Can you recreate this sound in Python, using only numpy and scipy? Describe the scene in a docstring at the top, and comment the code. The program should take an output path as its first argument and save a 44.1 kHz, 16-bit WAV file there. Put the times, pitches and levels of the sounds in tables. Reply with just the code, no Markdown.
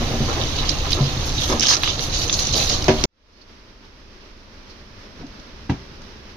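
"""Filling a washer, then folding a rug

A hose fills a top-loading washing machine as a wet towel is dropped in. The jet spatters on cloth,
then on the drum wall: its drops ring tiny bubbles, and the wet load sloshes and thuds. The lid is
grabbed with a knock and a click, and the sound breaks off. It fades back in a room away, where the
water is a faint hiss and a rug is folded and flopped on the tiles with a puff of air and a slap."""
import sys
import numpy as np
from scipy import signal
from scipy.fft import rfft, irfft, next_fast_len
from scipy.io import wavfile

SR = 44100
rng = np.random.default_rng(int(sys.argv[2]) if len(sys.argv) > 2 else 0)


def wav_out(sig):
    """Save sig, one row per channel (or a flat mono array), as 16-bit PCM at SR to the path in sys.argv[1]."""
    wavfile.write(sys.argv[1], SR, np.round(np.clip(np.atleast_2d(sig).T, -1, 1) * 32767).astype(np.int16))


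N = 280507
T = np.arange(N) / SR
BREAK_S = 3.056   # the machine breaks off and the next room follows

# Levels in the tables are relative: the function that plays a table may add a gain of its own.
# how alike the left and right sides are: f/Hz, correlation
STEREO_LIKENESS = [(50, 0.93), (140, 0.99), (260, 0.82), (520, 0.66), (1000, 0.043), (4000, 0), (15000, 0)]
# the left side is duller in the treble: f/Hz, left minus right/dB
SIDE_BALANCE = [(900, 0), (2000, -2), (2900, -3.5), (3500, -11), (4050, -10), (5000, -7.5), (6000, -0.5),
                (6700, -5.5), (8000, 0)]
# both sides lose the highest treble: f/Hz, level/dB
TREBLE_LOSS = [(6300, 0), (6800, -10), (7200, -13.5), (7600, -22), (8600, -20.5), (15000, -21)]

# tone of the water heard a room away: f/Hz, level/dB
FAR_WATER_TONE = [(100, -23), (170, -12.5), (200, 0.5), (250, -3), (350, -6), (395, -3), (440, -8),
                  (620, -8.5), (730, -14.5), (950, -10), (2000, -13), (4000, -15.5), (5300, -14),
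                  (6500, -23), (9000, -21), (15000, -22.5)]
# tone of the home's rumble: f/Hz, level/dB
HOME_TONE = [(11, -30), (18, 2), (33, -1.5), (54, -5.5), (86, -6.5), (141, -17.5), (170, -26.5), (220, -39),
             (370, -120)]
# faint high spatters of the far water: t/s, hold/s, level/dB
FAR_SPATTERS = [(3.32, .1, -59), (3.409, .008, -45.5), (4.203, .01, -53), (4.695, .018, -45)]
# tone of those spatters: f/Hz, level/dB
FAR_SPATTER_TONE = [(1500, -35), (3500, -13.5), (4500, 4), (5500, -5), (7000, -17), (15000, -18)]
# small hard ticks in the next room: t/s, level/dB
TICKS = [(5.2669, -37), (5.3988, -35), (6.019, -35)]
# tone of a hard contact: f/Hz, level/dB
CRACK_TONE = [(100, -5), (400, -17.5), (1200, -5.5), (3000, 2), (5000, 7), (6500, 10), (9000, 4),
              (15000, -7)]

# folds of the rug meet and trap air: t/s, level/dB, f/Hz, length/s
AIR_BUMPS = [(5.8, -36, 130, 0.015), (5.205, -37, 445, .014), (5.229, -39, 720, 0.013),
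             (5.234, -31, 266, 0.029), (5.8, -39, 74, .04)]
# the rug swishes as it is folded: t/s, hold/s, level/dB
RUG_SWISHES = [(5.17, 0.053, -39.5), (5.215, 0.046, -40), (5.37, 0.031, -44), (5.975, 0.048, -46)]
# tone of the dragged rug: f/Hz, level/dB
DRAG_TONE = [(30, -31), (130, 2.5), (260, -5.5), (500, -17), (850, -20), (1500, -20), (3000, -29),
             (6000, -36), (15000, -50)]
# the rug lands in folds: t/s, level/dB, puff length/s
RUG_LANDINGS = [(5.6935, -14, 0.0044), (5.697, 1, 0.0047), (5.712, -35, 0.0087)]
# tone of its slap on the tiles: f/Hz, level/dB
SLAP_TONE = [(60, -1.5), (150, 3), (320, 0.5), (550, -13.5), (850, -10), (1300, -19), (3000, -23),
             (6000, -29), (15000, -34)]
# notes of the floor and stool under it: f/Hz, level/dB, t60/s (the time to die away by 60 dB)
FLOOR_NOTES = [(84, -9, 0.14), (122, -1, 0.16), (173, -6.5, 0.16), (272, -8, 0.1), (317.5, -12, .12),
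               (786, -12.5, 0.078), (943, -13, 0.047), (1620, -14.5, 0.03), (1966, -22, 0.056),
               (2690, -20.5, 0.064)]

# notes of the washer's cabinet and lid: f/Hz, level/dB, t60/s
CABINET_NOTES = [(136.6, 1, 0.56), (233, -1.5, 0.43), (301, -7.5, 0.27), (381.5, -2, 0.23),
                 (470, -29.5, 0.5), (508, -15, 0.45), (613.7, -7, 0.79), (970, -11.5, 0.59),
                 (1370, -33.5, 5.0), (1567, -29.5, 0.17), (2180, -8, 0.21), (2330, -37, 1.3)]
# a low thump as the sound starts, then the wet load's thuds: t/s, level/dB, strongest f/Hz, longest t60/s
LOW_THUDS = [(0.005, -13, 220, 0.18), (0.1, -20, 403, .1), (0.114, -19, 140, 0.17),
             (0.135, -14.5, 243, 0.2), (0.204, -7.5, 162, 0.11), (0.212, -15, 240, 0.42),
             (0.978, -16, 374, .15), (1.004, -5.5, 132, 0.25), (1.024, -18, 170, .12),
             (1.066, -17, 120, .1), (1.496, -13, 330, .2), (1.536, -14, 235, 0.39)]
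# the lid is grabbed, bounces and snaps: t/s, level/dB, top f/Hz, rattle t60/s, crack level/dB
LID_HITS = [(2.882, -1.5, 1300, .19, -16.5), (2.8862, -7, 700, .12, -30), (2.913, -12, 800, .18, -26.5),
            (3.039, -8, 1820, 0.054, 7.5)]
# tone of the lid's rattle: f/Hz, level/dB
RATTLE_TONE = [(40, -20.5), (130, -9.5), (380, -9.5), (700, -4), (1200, -15), (2500, -16.5), (6000, -22),
               (15000, -40)]
# notes of the air in the tub: f/Hz, width/Hz, level/dB
TUB_NOTES = [(85, 20, 3), (129, 43, 6.5), (229, 33, -2.5), (289.3, 23, -4)]
# tone of the filling tub's rumble: f/Hz, level/dB
TUB_RUMBLE_TONE = [(8, -12.5), (20, -4.5), (30, -1.5), (45, -9), (65, -15), (110, -14), (250, -31.5)]
# the tub's low drumming and rumble, dipping during the loudest gush: t/s, level/dB
DRUMMING_CURVE = [(0, -26), (0.6, -28.5), (1.5, -28), (1.72, -33.5), (2.2, -31), (3.0, -28)]

# the load shifts or the jet digs into pooled water: t/s, hold/s, gurgle/dB, plunge/dB, plunge f/Hz
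SLOSH_SURGES = [(0.0, .015, -34, -24.5, 750), (0.092, 0.061, -35, -49, 700), (0.19, 0.056, -36, -39, 700),
                (0.27, 0.047, -32, -27.5, 1050), (0.347, 0.063, -31, -29, 950),
                (0.608, 0.033, -40, -28, 950), (0.832, .025, -48, -27.5, 1150),
                (0.961, .025, -30, -28, 1100), (1.484, 0.047, -25, -22.5, 1000),
                (1.622, .06, -40, -30, 1300), (1.69, .05, -53, -21.5, 1350),
                (1.815, 0.077, -46.5, -31.5, 1250), (2.542, 0.072, -32, -40, 1200),
                (2.691, 0.043, -34, -34.5, 1200)]
# tone of the big bubbles in the load: f/Hz, level/dB
GURGLE_TONE = [(150, -10.5), (250, -2.5), (390, -2), (500, -0.5), (610, -2), (850, -6.5), (1400, -21.5)]
# tone of the jet plunging into water: f/Hz, level/dB
PLUNGE_TONE = [(400, -26), (850, 1), (1300, -3.5), (1900, -4), (2600, -5), (4500, -13)]
# tone of the spattering drops: f/Hz, level/dB
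SPATTER_TONE = [(1500, -14), (2300, -5.5), (3000, -2), (3800, -0.5), (4600, -3), (6000, -8)]
# tone of the fine spray: f/Hz, level/dB
SPRAY_TONE = [(3000, -16), (4000, -6), (5000, -6), (5900, -1), (6700, 2.5), (7800, -5), (11000, -5.5),
              (15000, -14.5)]
# the finest droplets sizzle as the jet glances off: t/s, hold/s, level/dB
SIZZLE_SPURTS = [(0.905, 0.031, -25.5), (1.251, .02, -25.5), (1.397, 0.14, -27.5), (1.603, 0.22, -33.5),
                 (1.825, .01, -22), (1.999, 0.07, -27), (2.18, 0.078, -28.5), (2.366, 0.036, -23),
                 (2.558, 0.023, -18), (2.60, 0.073, -22.5)]
# the fattest drops burst: t/s, level/dB, f/Hz, left minus right/dB, ring/cycles, droplet scatter/s
FAT_DROPS = [(0.6913, -7.5, 4500, -9, 22, 0.0019), (0.6936, -4, 5000, -16, 36, .002),
             (0.9058, -9, 5700, 0, 14.4, .001), (0.920, -8.5, 4600, 2, 12, .001),
             (0.9295, -8, 4640, -4, 20, 0.00096), (0.9322, -3.5, 3950, -4, 36, .002),
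             (1.327, -14, 5140, 0, 16, 0.00096), (1.5968, 0, 5910, -1, 12, 0.00056),
             (1.6075, -0.5, 5960, -5, 10, .0006), (1.614, -14.5, 3010, 2, 7, 0.0022),
             (1.626, -12, 2750, 3, 8.5, 0.0022), (1.632, -3, 5800, -6, 12.4, 0.0027),
             (1.637, -8, 2690, 6, 8, .002), (1.669, -3, 5600, -1, 10, 0.0032),
             (1.684, -2, 6000, -3, 7.7, .001), (1.6899, -2.5, 5020, 1, 9, .0012),
             (1.6975, -6, 5500, 1, 8, .0008), (1.7035, -4, 5200, 0.5, 8.7, .0008),
             (1.711, -15, 1330, -2, 8, .002), (1.7128, -6.5, 4300, -1, 8, .0015),
             (1.723, -17, 1408, 2, 8, .003), (1.7322, -7.5, 4000, 1.5, 8, 0.0024),
             (1.7398, -1.5, 5450, -2.5, 13, 0.0005), (1.7445, -7, 5200, -1, 10, 0.0007),
             (1.7473, -5.5, 5800, -6.5, 11, .0006), (1.7538, -4, 5800, -4.5, 11.5, .001),
             (1.7675, -6, 5500, 3, 10, .001), (1.7735, -13, 4520, 0.5, 8, .001),
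             (1.834, -12.5, 1300, 0, 5.5, .002), (1.8345, -3, 3400, 0, 10, .002),
             (1.842, -10.5, 3300, 4, 13, .007), (1.875, -16.5, 1200, 5, 9, 0.0044),
             (1.876, -11, 3140, 7, 10, 0.0063), (1.993, -10, 4242, -5, 25, 0.0029),
             (2.039, -8.5, 5740, -2, 10, 0.00055), (2.171, -13, 4413, 0, 13, .001),
             (2.217, -15, 4000, 3, 10, 0.00095), (2.296, -5.5, 3700, -1, 20, 0.0033),
             (2.3269, -5, 6260, 4.5, 57, 0.0045), (2.391, -2.5, 4495, 1, 22, .002),
             (2.3937, -7, 6070, 3, 16, 0.0029), (2.4698, -6, 5900, 1, 21, 0.000986),
             (2.543, -8.5, 3890, -1, 20.3, .002), (2.556, -8.5, 4100, 2.5, 19.6, 0.0033),
             (2.58, -6, 4380, 6, 17, .002), (2.698, -4.5, 4200, 2.5, 16, 0.0037),
             (2.7138, -10, 4500, 1, 9.8, .003), (2.823, -13, 5520, 1, 12, 0.0031),
             (2.843, -7, 5200, 2.5, 10.6, .001), (2.9853, -16, 3930, 0, 18, 0.0018)]
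# the steady jet swings from the load towards the drum wall: t/s, spatter/dB, spray/dB
JET_CURVE = [(0.1, -35, -42), (0.42, -31.5, -34), (0.55, -31, -37), (1.13, -32.5, -38), (1.35, -36, -32),
             (2.08, -31, -34), (2.35, -31.5, -28), (2.65, -26.5, -28), (2.85, -33.5, -35),
             (3.0, -32.5, -41)]
# the spatter's pitch follows the spot that the jet hits: t/s, f/Hz
SPATTER_PITCH_CURVE = [(0, 3800), (0.15, 3550), (0.28, 3850), (0.4, 3500), (0.57, 3980), (0.71, 4150),
                       (0.8, 3750), (1.05, 3650), (1.45, 3750), (1.63, 3100), (1.72, 4300), (1.83, 3590),
                       (1.9, 3500), (2.0, 4150), (2.22, 4450), (2.3, 3950), (2.6, 4200), (3.0, 4050)]
# the jet catches a fold or the wall and splashes: t/s, hold/s, spatter/dB, spray/dB
JET_SPLASHES = [(0.39, .05, -31, -42), (0.554, .035, -27, -38.5), (0.676, .035, -25, -31),
                (0.895, .045, -33, -32), (1.025, .045, -29, -40), (1.371, .07, -24, -28.5),
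                (1.474, .045, -32, -27), (1.608, .06, -23.5, -22), (1.675, .065, -23, -18.5),
                (1.828, .065, -21, -30), (1.991, .05, -38, -29.5), (2.12, .125, -28.5, -27),
                (2.314, .03, -36, -23), (2.379, .055, -39.5, -27.5), (2.52, .11, -25.5, -23),
                (2.683, .05, -22, -21.5)]


def from_db(db):
    """Turn decibels into a gain."""
    return 10 ** (np.asarray(db) / 20)


def rms_one(x):
    """Scale a sound to an average power of 1."""
    return x / np.sqrt(np.mean(x ** 2) + 1e-20)


def peak_one(x):
    """Scale a sound to a peak of 1."""
    return x / np.max(np.abs(x))


def in_time(rows):
    """One curve per column, straight between the rows."""
    times, *columns = np.transpose(rows)
    return [np.interp(T, times, column) for column in columns]


def at_hz(points, hz):
    """Read a table on a log-frequency axis."""
    f, value = np.transpose(points)
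    return np.interp(np.log(hz + 1), np.log(f), value)


def panned(left_db):
    """Left and right gains that keep the total power the same."""
    gains = from_db(np.array([[.5], [-.5]]) * left_db)
    return gains / np.sqrt(np.mean(gains ** 2, axis=0))


def add(out, s, sound):
    """Mix a sound in from time s on."""
    start = round(s * SR)
    out[:, start:start + sound.shape[-1]] += sound[..., :N - start]


def drift(per_s):
    """A random wobble, typically of size 1."""
    return np.interp(T * per_s, np.arange(4000), rng.standard_normal(4000)) * np.sqrt(1.5)


def surging(steady_db, events, attack_s, t60):
    """Level curves in dB: on top of each steady level, events rise, hold and die away."""
    power = [from_db(db) ** 2 for db in steady_db]
    for s, hold, *levels in events:
        rise = np.clip((T - s) / attack_s, 0, 1)
        fall = from_db(-60 * np.clip((T - s - hold) / t60, 0, 2))
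        power = [p + (rise * fall * from_db(db)) ** 2 for p, db in zip(power, levels)]
    return [10 * np.log10(p + 1e-18) for p in power]


def colour(x, tone):
    """Filter a sound to a tone table, with no ringing ahead of a hit (minimum phase)."""
    size = 2 * next_fast_len(x.shape[-1] // 2 + SR // 20)
    hz = np.arange(size // 2 + 1) * SR / size
    cepstrum = irfft(np.log(from_db(at_hz(tone, hz))))
    cepstrum[1:size // 2] *= 2
    cepstrum[size // 2 + 1:] = 0
    return irfft(rfft(x, size) * np.exp(rfft(cepstrum)))[..., :x.shape[-1]]


def diffuse(pair):
    """Blend two unrelated signals into stereo: alike in the bass, apart in the treble."""
    size = 2 * next_fast_len(pair.shape[-1] // 2 + 1)
    mid, side = rfft(pair, size)
    alike = np.clip(at_hz(STEREO_LIKENESS, np.arange(len(mid)) * SR / size), -1, 1)
    return irfft(np.sqrt(1 + alike) * mid + np.sqrt(1 - alike) * side * [[1], [-1]])[:, :pair.shape[-1]]


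def noise(tone):
    """Steady stereo noise of power 1."""
    return rms_one(colour(diffuse(rng.standard_normal((2, N))), tone))


def burst(t60):
    """Dense echoes dying away, in stereo, with energy 1."""
    t = T[:SR // 2]
    dying_noise = rng.standard_normal((2, len(t))) * from_db(-60 * t / t60)
    return rms_one(diffuse(dying_noise)) / np.sqrt(len(t))


def echoing(x, t60, wet_db):
    """A sound plus the echoes of the space around it."""
    return x + from_db(wet_db) * signal.fftconvolve(x, burst(t60), axes=-1)[:, :x.shape[-1]]


def ring(taps, hz, t60):
    """Each tap starts a fading sine as tall as itself."""
    r, w = from_db(-60 / (t60 * SR)), 2 * np.pi * hz / SR
    return signal.lfilter([0, np.sin(w)], [1, -2 * r * np.cos(w), r * r], taps + 1e-18)


def resonating(pair, hz, width_hz, focus_db, block=128):
    """A sound plus its own ring in a resonance whose pitch moves."""
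    out, r, state = pair.copy(), np.exp(-np.pi * width_hz / SR), np.zeros((2, 2))
    feed = np.array([1, 0, -1]) * (1 - r * r) / 2
    for i in range(0, round(BREAK_S * SR), block):
        feedback = [1, -2 * r * np.cos(2 * np.pi * hz[i] / SR), r * r]
        rung, state = signal.lfilter(feed, feedback, pair[:, i:i + block], zi=state)
        out[:, i:i + block] += from_db(focus_db) * rung
    return out


def wandering(pair, per_s=12, sway_s=.003):
    """Bubble pitches and their echoes shift by a few per cent as the jet moves over the load."""
    when = T + sway_s * drift(per_s)
    return np.array([np.interp(when, T, x) for x in pair])


def impacts(per_s, spread_db):
    """Drops land at random until the break, many small and a few large."""
    count = round(BREAK_S * SR)
    at = np.flatnonzero(rng.random(count) < np.broadcast_to(per_s, N)[:count] / SR)
    sizes = from_db(spread_db * np.minimum(rng.exponential(1, len(at)), 4))
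    out = np.zeros(N)
    out[at] = sizes * rng.choice([-1, 1], len(at))
    return out


def bubbles(low_hz, high_hz, per_s, spread_db, cycles, sizes):
    """Each drop rings a bubble for some cycles; each size sits at its own place in the drum."""
    out, end = np.zeros((2, N)), round(BREAK_S * SR)
    for hz in np.geomspace(low_hz, high_hz, sizes):
        taps = impacts(per_s / sizes, spread_db)[:end]
        rings = rms_one(ring(taps, hz, cycles / hz)) * np.sqrt(hz)
        lag = rng.integers(-14, 15)
        out[:, :end] += np.array([rings, np.roll(rings, lag)]) * panned(rng.normal(0, 1.1))
    return out


def crack():
    """Hard things meet with a snap and a short clatter."""
    contact = burst(t60=0.012) + 0.7 * burst(t60=0.074)
    return peak_one(colour(contact, CRACK_TONE))


def next_room(fade_s=0.13, growth_db_per_s=3, grown_at_s=5.46):
    """Far water hisses over the rumble of the home; both fade in, then grow slowly."""
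    fade_db = -39 * np.exp(-np.maximum(T - BREAK_S, 0) / fade_s)
    growth_db = -growth_db_per_s * np.maximum(grown_at_s - T, 0)
    hiss = noise(FAR_WATER_TONE) * from_db(-42 + 1.07 * drift(20))
    rumble = noise(HOME_TONE) * from_db(-43)
    return from_db(fade_db + growth_db) * (hiss + rumble)


def far_spatters():
    """The far water spatters briefly and faintly in one narrow, high band."""
    level_db, = surging([-np.inf], FAR_SPATTERS, attack_s=0.0064, t60=.1)
    return noise(FAR_SPATTER_TONE) * from_db(level_db)


def ticks():
    """Small hard things are touched in the next room."""
    out = np.zeros((2, N))
    for s, db in TICKS:
        add(out, s, from_db(db + 6) * crack())
    return out


def rug_bumps():
    """Each fold closes on a pocket of air, whose note swells and fades within a few cycles."""
    out = np.zeros((2, N))
    for s, db, hz, length in AIR_BUMPS:
        t = T[:int(length * SR)]
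        add(out, s, from_db(db) * np.sin(np.pi * t / length) ** 2 * np.sin(2 * np.pi * hz * t))
    return echoing(out, t60=0.17, wet_db=-5)


def rug_drag(start_s=4.56, rise_s=.7):
    """The dragged rug rustles unevenly and swishes as it is folded."""
    level_db, = surging([-56.5], RUG_SWISHES, attack_s=0.02, t60=0.11)
    rise = np.clip((T - start_s) / rise_s, 0, 1)
    return noise(DRAG_TONE) * rise * from_db(level_db + 4.7 * drift(50))


def rug_flop(lowest_hz=65):
    """Each landing fold puffs out air, sets floor and stool ringing and slaps the tiles."""
    out, t = np.zeros((2, N)), T[:SR // 2]
    floor = sum(from_db(db - 60 * t / t60) * np.sin(2 * np.pi * hz * t) for hz, db, t60 in FLOOR_NOTES)
    for s, db, length in RUG_LANDINGS:
        puff = -np.sin(2 * np.pi * T[:int(length * SR)] / length)
        slap = peak_one(colour(burst(t60=0.19), SLAP_TONE))
        add(out, s, from_db(db - 14) * puff)
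        add(out, s, -from_db(db - 11.5) * floor)
        add(out, s, from_db(db - 10) * slap)
    flop = signal.sosfilt(signal.butter(4, lowest_hz, "high", fs=SR, output="sos"), out)
    return echoing(flop, t60=.22, wet_db=-14)


def cabinet(contact_filter, longest_t60):
    """A blow rings the cabinet's notes, in a slightly new mix each time."""
    notes, t = 0, T[:SR // 2]
    for hz, db, t60 in CABINET_NOTES:
        fade = from_db(db + rng.normal(0, 2.5) - 60 * t / min(t60, longest_t60))
        notes += fade * rng.choice([-1, 1]) * np.sin(2 * np.pi * hz * t)
    return peak_one(signal.lfilter(*contact_filter, notes))


def thuds():
    """A low opening thump, then the wet load's thuds; each rings the cabinet mostly around one pitch."""
    out = np.zeros((2, N))
    for s, db, hz, t60 in LOW_THUDS:
        add(out, s, from_db(db - 4.5) * cabinet(signal.iirpeak(hz, 2.5, fs=SR), t60))
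    return out


def lid(lowest_hz=210):
    """The loose lid rattles, knocks and cracks; it is too light to shake much bass from the cabinet."""
    out = np.zeros((2, N))
    for s, db, top_hz, t60, crack_db in LID_HITS:
        rattle = peak_one(colour(burst(t60), RATTLE_TONE))
        knock = cabinet(signal.butter(2, [lowest_hz, top_hz], "band", fs=SR), longest_t60=0.32)
        add(out, s, from_db(db) * (0.61 * knock + 0.75 * rattle + from_db(crack_db + 7) * crack()))
    return out


def slosh(level_db, drum_db):
    """Big bubbles crowd in the soaked load as it is stirred, over the rumble of the filling tub."""
    crowd = from_db(level_db - level_db.mean())
    gurgle = bubbles(206, 1200, per_s=1000 * crowd, spread_db=2.5, cycles=7.4, sizes=20)
    gurgle = rms_one(colour(wandering(echoing(gurgle, t60=0.22, wet_db=-4)), GURGLE_TONE))
    # half of the swell comes from the number of bubbles, half from their strength
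    strength = from_db(.5 * (level_db + level_db.mean()))
    return gurgle * strength + noise(TUB_RUMBLE_TONE) * from_db(drum_db + 4)


def sizzle():
    """The tiniest bubbles tick at the very top of the treble, louder in spurts."""
    level_db, = surging([-44], SIZZLE_SPURTS, attack_s=0.0066, t60=.13)
    fizz = bubbles(7900, 14000, per_s=3000, spread_db=3, cycles=19, sizes=10)
    return rms_one(echoing(fizz, t60=.02, wet_db=-5.5)) * from_db(level_db)


def lesser_drops(spray_db, most_per_s=90, scatter_s=.0012):
    """Random rows like those of FAT_DROPS: a harder spray throws more and louder drops."""
    chance = most_per_s * from_db(spray_db - spray_db.max()) / SR
    at = np.flatnonzero((rng.random(N) < chance) & (T < BREAK_S))
    size, pitch, side, ringing = rng.uniform(-0.92, 1, (len(at), 4)).T
    db = spray_db[at] + 8.5 + 3.5 * size
    hz = np.interp(pitch, [-1, 1], [3410, 6340])
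    left_db = 2 + 3.5 * side
    cycles = 42 * 2 ** ringing
    return list(zip(T[at], db, hz, left_db, cycles, np.full(len(at), scatter_s)))


def splats(spray_db, rise_per_s=4.9, droplets=12, droplet_cycles=7, pinch_off_s=.00025):
    """A fat drop traps a ringing bubble that rises in pitch, and scatters tiny ones in a wet slap."""
    out, t = np.zeros((2, N)), T[:SR // 24]
    for s, db, hz, left_db, cycles, scatter_s in FAT_DROPS + lesser_drops(spray_db):
        age = np.maximum(t - rng.integers(0, 3, (2, 1)) / SR, 0)   # each side has its own tiny delay
        cluster = np.sin(2 * np.pi * hz * age * (1 + rise_per_s * age)) * from_db(-60 * age * hz / cycles)
        for k in range(droplets):
            pitch = hz * np.exp(0.15 * rng.normal())
            droplet_age = np.maximum(age - k / droplets * rng.exponential(2 * scatter_s), 0)
            fade = from_db(-1 - 60 * droplet_age * pitch / droplet_cycles) / np.sqrt(2 + k)
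            cluster += np.sin(2 * np.pi * pitch * droplet_age) * fade * rng.choice([-1, 1])
        cluster *= np.minimum(age / pinch_off_s, 1)
        bass_cut = signal.butter(2, .55 * hz, "high", fs=SR)   # small bubbles give off no bass
        splat = echoing(signal.lfilter(*bass_cut, cluster), t60=0.015, wet_db=-3)
        add(out, s, peak_one(splat) * from_db(db) * panned(left_db))
    return out


def jet_drumming(level_db):
    """Drops drum on the tub and set the air inside ringing."""
    taps = diffuse(np.array([impacts(900, spread_db=3.7), impacts(900, spread_db=4.3)]))
    notes = sum(from_db(db) * rms_one(ring(taps, hz, t60=np.log(1000) / np.pi / width))
                for hz, width, db in TUB_NOTES)
    return rms_one(notes) * from_db(level_db - 2.5)


def jet_plunge(level_db):
    """The jet digs a hollow in pooled water; coarse bubbles ring in it as its pitch moves."""
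    hollow_hz, = in_time([(s + hold, hz) for s, hold, _, _, hz in SLOSH_SURGES])
    coarse = bubbles(620, 3200, per_s=1400, spread_db=2, cycles=7.4, sizes=16)
    coarse = colour(wandering(echoing(coarse, t60=0.048, wet_db=-1)), PLUNGE_TONE)
    return rms_one(resonating(coarse, hollow_hz, width_hz=470, focus_db=-0.5)) * from_db(level_db - 5.5)


def jet_spatter(spatter_db, spray_db):
    """The jet breaks into fine spray and spattering drops, which ring bubbles in the echoing drum."""
    spot_hz, = in_time(SPATTER_PITCH_CURVE)
    clumps = from_db(3 * drift(70))   # the stream arrives unevenly
    crowd = from_db(.6 * (spray_db - spray_db.mean()))   # a harder jet shares its energy among more drops
    fine = bubbles(3360, 12000, per_s=2800 * clumps * crowd, spread_db=3.5, cycles=13, sizes=18)
    fine = wandering(echoing(fine / np.sqrt(crowd), t60=0.031, wet_db=-1.5))
    spray = rms_one(colour(fine, SPRAY_TONE))
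    drops = bubbles(1967, 5380, per_s=1400 * clumps * crowd, spread_db=3, cycles=22, sizes=24)
    drops = wandering(echoing(drops / np.sqrt(crowd), t60=0.057, wet_db=0))
    spatter = rms_one(resonating(colour(drops, SPATTER_TONE), spot_hz, width_hz=780, focus_db=4.5))
    return spray * from_db(spray_db + 1.5) + spatter * from_db(spatter_db - 3.5)


def scene():
    """Splashes and sloshes ride on the steady jet until the break; then the next room is heard."""
    spatter_db, spray_db = surging(in_time(JET_CURVE), JET_SPLASHES, attack_s=.018, t60=.16)
    gurgle_db, plunge_db = surging([-38, -36.5], SLOSH_SURGES, attack_s=.02, t60=.24)
    drum_db, = in_time(DRUMMING_CURVE)
    jet = jet_spatter(spatter_db, spray_db) + jet_plunge(plunge_db) + jet_drumming(drum_db)
    machine = jet + slosh(gurgle_db, drum_db) + thuds() + lid() + splats(spray_db) + sizzle()
    room = next_room() + ticks() + far_spatters() + rug_flop() + rug_drag() + rug_bumps()
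    return np.where(T < BREAK_S, machine, room)


def record(dry):
    """Each side gets its own tone, the high treble is turned down, peaks clip and the very top is cut."""
    hz = np.geomspace(100, SR / 2, 400)
    sides_db = 20 * np.log10(panned(at_hz(SIDE_BALANCE, hz))) + at_hz(sorted(TREBLE_LOSS), hz)
    heard = np.array([colour(x, np.c_[hz, db]) for x, db in zip(dry, sides_db)])
    top_cut = signal.ellip(10, .2, 70, 15400, fs=SR, output="sos")
    return signal.sosfilt(top_cut, np.clip(heard, -1, 1))


dry = scene()
out = record(dry)
wav_out(out)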